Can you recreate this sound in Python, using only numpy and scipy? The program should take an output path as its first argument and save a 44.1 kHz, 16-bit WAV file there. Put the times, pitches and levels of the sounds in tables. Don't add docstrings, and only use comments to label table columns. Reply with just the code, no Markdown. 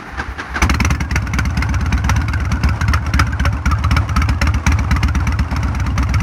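import sys
import numpy as np
from scipy.fft import rfft, irfft, next_fast_len
from scipy.io import wavfile
from scipy.ndimage import map_coordinates

SR = 44100
rng = np.random.default_rng(int(sys.argv[2]) if len(sys.argv) > 2 else 0)


def bounce(signal):
    frames = np.transpose(np.atleast_2d(signal))
    limited = np.clip(frames, -1, 1)
    pcm = np.round(limited * 32767).astype(np.int16)
    wavfile.write(sys.argv[1], SR, pcm)


N = 274302
TIME = np.arange(N) / SR
AGE = np.arange(SR // 4) / SR


def amp(db):
    return 10 ** (np.asarray(db) / 20)


def unit(x):
    return x / np.sqrt(np.mean(x ** 2) + 1e-20)


def curve(rows):
    return np.interp(TIME, *np.transpose(rows))


def wobble(rate):
    points = rng.standard_normal(int(N * rate / SR) + 4)
    return map_coordinates(points, [TIME * rate], order=2)


def noise(spectrum):
    pitch_hz, level_db = np.transpose(spectrum)
    size = next_fast_len(N + 8192)
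    log_hz = np.log(np.fft.rfftfreq(size, 1 / SR) + 1)
    gain = amp(np.interp(log_hz, np.log(pitch_hz), level_db))
    white = rng.standard_normal(size)
    return unit(irfft(rfft(white) * gain, size)[:N])


def add(track, start_s, sound):
    start = max(round(start_s * SR), 0)
    part = track[start:start + len(sound)]
    part += sound[:len(part)]


def burst(rise_s, t60_s):
    shape = (1 - np.exp(-(AGE / rise_s) ** 2)) * amp(-60 * AGE / t60_s)
    return shape / shape.max()


def boom(pipe):
    out = np.zeros(len(AGE))
    for start_hz, end_hz, glide_s, swell_s, t60_s, level_db in pipe:
        heat, pace, size = 1 + np.array([.012, .05, .08]) * rng.standard_normal(3)
        slide = np.exp(-(pace * AGE / glide_s) ** 2)
        pitch_hz = heat * (end_hz + (start_hz - end_hz) * slide)
        wave = np.sin(2 * np.pi * np.cumsum(pitch_hz) / SR)
        swell = 1 - np.exp(-AGE / swell_s)
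        out += size * amp(level_db - 60 * AGE / t60_s) * swell * wave
    return out


def ring(modes, rise_s, slide=0, detune=0.042):
    pitch_hz, level_db, t60_s = np.transpose(modes)
    pitch_change, size, phase = rng.standard_normal((3, len(pitch_hz)))
    gain = amp(level_db + 4.5 * size)
    clock = np.cumsum(1 + slide * (AGE / .03 - 1 / 2) / (1 + AGE / .03)) / SR
    turns = np.outer(pitch_hz * (1 + detune * pitch_change), clock)
    waves = np.sin(2 * np.pi * (turns + phase[:, None]))
    shapes = [burst(rise_s, life_s) for life_s in t60_s]
    return gain / np.linalg.norm(gain) @ (waves * shapes)


# [dB, relative].
COMPRESSIONS = [(-.03, -33), (.197, -19.5), (.4, -21), (.562, -19)]
# [dB, relative].
PUFFS = [(.125, -29), (.28, -28), (.49, -28), (.56, -29)]
# [dB per Hz, relative].
WHIRR_COLOUR = [(60, -0.5), (130, -5), (300, -4.5), (600, -15), (790, -3), (900, -7), (1500, -5.5),
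                (2300, -12.5), (3300, -25.5), (4000, -25), (6200, -29), (7800, -43), (10000, -36.5),
                (16000, -72)]
TAKE_UP_S, TAKE_UP_DB = 0.016, -6.5
FREE_MESH_HZ, SAG_HZ = 1775, 710
SAG_LAG_S, SAG_FALL_S, SAG_RECOVER_S = 0.034, .029, .036
FREE_DB, LABOUR_DB, LABOUR_RISE_S, LABOUR_FADE_S = -33, 5, 0.011, 0.078
HISS_DB, HISS_SWELL_DB, HISS_LAG_S, HISS_WIDTH_S = -71, 12, 0.12, 0.039


def starter():
    cranking = np.clip((CATCH[0][0] + 0.015 - TIME) / 0.02, 0, 1)
    load, puffs, labour, sag, hiss_swell = np.zeros((5, N))
    for top_s, load_db in COMPRESSIONS:
        since = TIME - top_s
        labour += np.exp(-np.where(since < 0, (since / LABOUR_RISE_S) ** 2, since / LABOUR_FADE_S))
        sag_width = np.where(since < SAG_LAG_S, SAG_FALL_S, SAG_RECOVER_S)
        sag += np.exp(-((since - SAG_LAG_S) / sag_width) ** 2)
        hiss_swell += np.exp(-((since - HISS_LAG_S) / HISS_WIDTH_S) ** 2)
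        for lead_s, knock_db in (0, load_db), (TAKE_UP_S, load_db + TAKE_UP_DB):
            load += amp(knock_db) * np.interp(since + lead_s + .006, AGE, burst(.005, .09))
    for start_s, level_db in PUFFS:
        add(puffs, start_s, amp(level_db) * boom([(58, 80, .08, .04, .3, 14)]))

    level = amp(FREE_DB + LABOUR_DB * labour)
    mesh_hz = (FREE_MESH_HZ - SAG_HZ * sag) * (1 + .03 * wobble(300))
    phase = 2 * np.pi * np.cumsum(mesh_hz) / SR
    whine = (np.sin(phase) + .25 * np.sin(phase * 2 / 3)) * amp(2.5 * wobble(160))
    strain = .3 * level + 1.25 * load
    whirr = (level * amp(0.5 + 1.44 * wobble(149.2)) + amp(-5) * load) * noise(WHIRR_COLOUR)
    grind_colour = [(1500, -30), (2600, 5), (3400, 0), (6200, -4), (7800, -31), (16000, -33)]
    grind = amp(-13.5) * load * noise(grind_colour)
    hiss_colour = [(5000, -35), (9000, -6), (13000, -1), (16000, -10)]
    hiss = amp(HISS_DB + HISS_SWELL_DB * hiss_swell) * noise(hiss_colour)
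    return cranking * (strain * whine + whirr + grind + hiss) + puffs * amp(6.0 * wobble(62.5))


# pitch_hz [Hz, typical], level_db [dB, relative], t60_s [s].
BARK_MODES = [(568.5, -18.5, 0.15), (933, -7, 0.021), (1420, 5, 0.013), (2199, 3, 0.037),
              (2824, -2.5, 0.019)]
CRACK_MODES = [(3928, -2.5, 0.037), (4440, 1.5, 0.016), (5590, 10, 0.019), (6450, -4, 0.025)]
# [dB per Hz, relative].
BARK_COLOUR = [(200, 7), (450, -12.5), (700, -4), (1000, 6.5), (1400, 1.5), (2300, 2.5), (2900, -5),
               (3400, -20.5), (6000, -33.5)]
CRACK_COLOUR = [(1800, -1), (3200, -0.5), (4300, -1), (5500, 3), (6400, 1.5), (7300, -9), (10000, -8.5),
                (13000, -13), (16000, -24)]
# [Hz, before a small random drift].
HOLLOW_PITCH = [(1.0, 1444), (2.0, 1488), (3.24, 1417), (3.9, 1273), (6.2, 1357)]
# [dB, of the hollow ring].
MOUTH = [(.62, -4.5), (2.2, 2), (2.9, 6), (4, 7), (4.6, 1)]
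CLEAR_DB, JET_DB = 5, -2.5
FLARE_FLOW, FLARE_END_S, FLARE_FADE_S = 0.83, 1.24, 0.28


def exhaust(strokes, pipe, rise_s, blow_t60_s, tail_db, hollow_db):
    booms, rings, bark, crack, hollow, roar = np.zeros((6, N))
    jet, tail, pop = burst(rise_s, blow_t60_s), burst(0.0065, 0.12), burst(0.0015, 0.005)
    for start_s, boom_db, bark_db, crack_db in strokes:
        flare = FLARE_FLOW * np.clip((FLARE_END_S - start_s) / FLARE_FADE_S, 0, 1)
        add(booms, start_s, amp(boom_db - 135 * flare * AGE) * boom(pipe))
        add(roar, start_s, amp(boom_db - 22 + 16 * flare) * burst(.006, .08))
        add(rings, start_s, amp(bark_db + CLEAR_DB) * ring(BARK_MODES, 0.23 * rise_s, slide=0.051))
        add(rings, start_s, amp(crack_db + CLEAR_DB) * ring(CRACK_MODES, rise_s))
        add(bark, start_s - .002, amp(bark_db - 0.5) * pop)
        add(bark, start_s, amp(bark_db + JET_DB) * (jet + amp(tail_db) * tail))
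        add(crack, start_s, amp(crack_db) * (jet + amp(tail_db - 6.5) * tail))
        add(hollow, start_s, amp(0.5 * bark_db + hollow_db) * burst(0.0043, 0.15))

    ring_strength = wobble(220)
    ring_hz = curve(HOLLOW_PITCH) + 70 * wobble(30)
    hollow_ring = unit(ring_strength * np.sin(2 * np.pi * np.cumsum(ring_hz) / SR))
    roar_colour = [(120, -8.5), (280, -1.5), (420, -17.5), (1500, -51)]
    turbulence = bark * noise(BARK_COLOUR) + crack * noise(CRACK_COLOUR) + roar * noise(roar_colour)
    return booms + rings + turbulence + amp(curve(MOUTH)) * hollow * hollow_ring


# [dB, relative].
CATCH = [(.6185, -5.5, -10.5, -20)]
# [dB, relative].
CATCH_PIPE = [(52, 123, 0.046, 0.037, 0.18, 15.5), (133, 360, 0.021, 0.069, 0.1, 2.5),
              (283, 400, .03, 0.021, 0.051, -16)]


def first_bang():
    return exhaust(CATCH, CATCH_PIPE, rise_s=0.006, blow_t60_s=0.07, tail_db=-10, hollow_db=-20)


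# time_s [s], crank_rpm [turns a minute].
SPEED = [(0.7, 1114.5), (0.95, 1203.4), (1.25, 1044.5), (1.55, 1003.9), (2.0, 1032.9), (2.15, 984.2),
         (2.45, 1034.4), (3.05, 926.9), (3.65, 921.3), (3.8, 954.5), (4.4, 948.7), (5.15, 1009.5),
         (5.45, 990.0), (6.2, 1083.8)]
FIRST_STROKE_S = .696


def firing_times(lag):
    running = TIME >= FIRST_STROKE_S
    cycles = np.cumsum(curve(SPEED)[running]) / (2 * 60 * SR)
    return np.interp(np.arange(lag, cycles[-1]), cycles, TIME[running])


# [dB, before each cylinder's offset].
EFFORT = [(.7, -9, -11.5), (.88, -10, -14.5), (1.15, -14.5, -19), (1.9, -12.5, -22.5), (2.4, -11.5, -20),
          (3.2, -10.5, -17.5), (4.0, -10.5, -17), (4.8, -11.5, -18), (6.2, -11.5, -21)]
# time_s [s], boom_change_db, bark_change_db [dB].
ODD_BURNS = [(.742, -1.5, -2.5), (.801, -2, 0.5), (.947, -6, -15), (1.004, -5.5, -8), (1.052, -8, -29),
             (1.219, -0.5, -6.5), (1.271, -4.5, -9), (1.502, -1, -7.5), (2.093, 1, 5.5), (2.161, 1.5, 3.5),
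             (2.282, -1, 5), (2.568, -7.5, -18), (2.756, -13, -16), (2.934, -0.5, 5.5), (3.012, -6.5, -29),
             (3.063, -4.5, -6), (3.193, -0.5, 5.5), (3.263, -5, -8), (3.322, -0.5, -4), (3.451, -0.5, -0.5),
             (3.523, -4, -9), (3.577, -9.5, -25), (3.781, -6.5, -12), (3.836, -0.5, -5), (3.963, 0, 0),
             (4.035, -13, -39), (4.09, 2, 3), (4.342, -6.5, -19), (4.413, 0.5, 3), (4.595, -23, -24),
             (4.838, -0.5, -12.5), (5.2, -1, -9), (5.44, -12, -15), (5.678, -4, -11.5), (5.745, -1.5, 3),
             (5.912, -2.5, -27)]
REBOUND_BOOM_DB, REBOUND_BARK_DB = 1.5, 2.5
FULL_MISS_DB = 20.5
SCATTER_DB = 3.87


def cylinder(lag, boom_db, bark_db, crack_db):
    start_s = firing_times(lag)
    effort_s, effort_boom_db, effort_bark_db = np.transpose(EFFORT)
    odd = np.array(ODD_BURNS)
    is_odd = abs(start_s[:, None] - odd[:, 0]) < .02
    boom_change, bark_change = (is_odd @ odd[:, 1:]).T
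    leftover = np.r_[0, np.clip(-bark_change[:-1] / FULL_MISS_DB, 0, 1)]
    chance = SCATTER_DB * rng.standard_normal(len(start_s))
    boom_level = np.interp(start_s, effort_s, effort_boom_db) + boom_change
    boom_level += REBOUND_BOOM_DB * leftover + boom_db + chance / 2
    bark_level = np.interp(start_s, effort_s, effort_bark_db) + bark_change
    bark_level += REBOUND_BARK_DB * leftover + bark_db + chance
    return np.transpose([start_s, boom_level, bark_level, bark_level + crack_db])


# [dB, relative].
FRONT_PIPE = [(46.5, 78.7, 0.022, 0.036, 0.23, 8), (183.6, 59.2, 0.0098, 0.02, 0.13, 11),
              (157.2, 290, 0.02337, 0.027, 0.13, 5), (250, 420, 0.0242, 0.0037, 0.05, -18.5)]


def front_cylinder():
    strokes = cylinder(0, boom_db=0.9, bark_db=-2.07, crack_db=-8)
    return exhaust(strokes, FRONT_PIPE, rise_s=0.0023, blow_t60_s=0.022, tail_db=-7, hollow_db=-21.0)


# [dB, relative].
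REAR_PIPE = [(43.7, 107.7, .021, 0.027, 0.25, 7.5), (193.4, 62.1, 0.011, .019, 0.13, 9),
             (202, 295, 0.0255, 0.018, 0.12, -14)]
REAR_LAG = .4364


def rear_cylinder():
    strokes = cylinder(REAR_LAG, boom_db=1.0, bark_db=-0.9, crack_db=-9.0)
    return exhaust(strokes, REAR_PIPE, rise_s=0.0019, blow_t60_s=0.022, tail_db=-9.0, hollow_db=-17.5)


# [dB, relative].
VALVES = [(0.016, -29), (0.021, -45), (.041, -25), (0.094, -28)]
# pitch_hz [Hz, typical], level_db [dB, relative], t60_s [s].
VALVE_MODES = [(1120, 3.5, 0.065), (1566, -2, 0.14), (2116, -3.5, 0.038), (2720, -7.5, 0.041)]
# [dB per Hz, relative].
RUSTLE_COLOUR = [(30, -17), (70, -7), (140, -2.5), (280, -2), (420, -14.5), (650, -10), (900, -6.5),
                 (1400, -14.5), (2200, -18), (3500, -32.5), (5700, -31.5), (7200, -41), (10000, -43),
                 (11500, -56), (16000, -60)]
RUSTLE_DB, RUSTLE_SWELL_DB, RUSTLE_SWELL_S = -31.5, 11.5, 0.38
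SHUDDER_DB, SHUDDER_S = 26, 0.076


def mechanics():
    ticks, clinks = np.zeros((2, N))
    tick = burst(0.0015, 0.016)
    for stroke_s in firing_times(0):
        for delay_s, level_db in VALVES:
            late, size = rng.standard_normal(2)
            start_s = stroke_s + delay_s + 0.001045 * late
            gain = amp(level_db + 2 * size)
            add(ticks, start_s, gain * amp(-17) * tick)
            add(clinks, start_s, gain * amp(-0.5) * ring(VALVE_MODES, rise_s=0.00043, detune=0.0567))
    age = np.maximum(TIME - CATCH[0][0], 0)
    level_db = RUSTLE_DB - RUSTLE_SWELL_DB * np.exp(-age / RUSTLE_SWELL_S)
    level_db += SHUDDER_DB * np.exp(-(age / SHUDDER_S) ** 2)
    rustle = amp(level_db + 2.7 * wobble(45)) * noise(RUSTLE_COLOUR)
    return ticks * noise(CRACK_COLOUR) + clinks + np.clip(age / 0.025, 0, 1) * rustle


def scene():
    return (starter() + first_bang() + front_cylinder() + rear_cylinder() + mechanics())[None]


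TOP_HZ = 16000


def record(dry):
    rounded = dry / (1 + (dry / .73) ** 8) ** (1 / 8)
    size = next_fast_len(N + 8192)
    hz = np.fft.rfftfreq(size, 1 / SR)
    bass_cut = 1 - 1 / (1 + (hz / 34) ** 4)
    return irfft(rfft(rounded, size) * bass_cut * (hz < TOP_HZ), size)[:, :N]


dry = scene()
out = record(dry)
bounce(out)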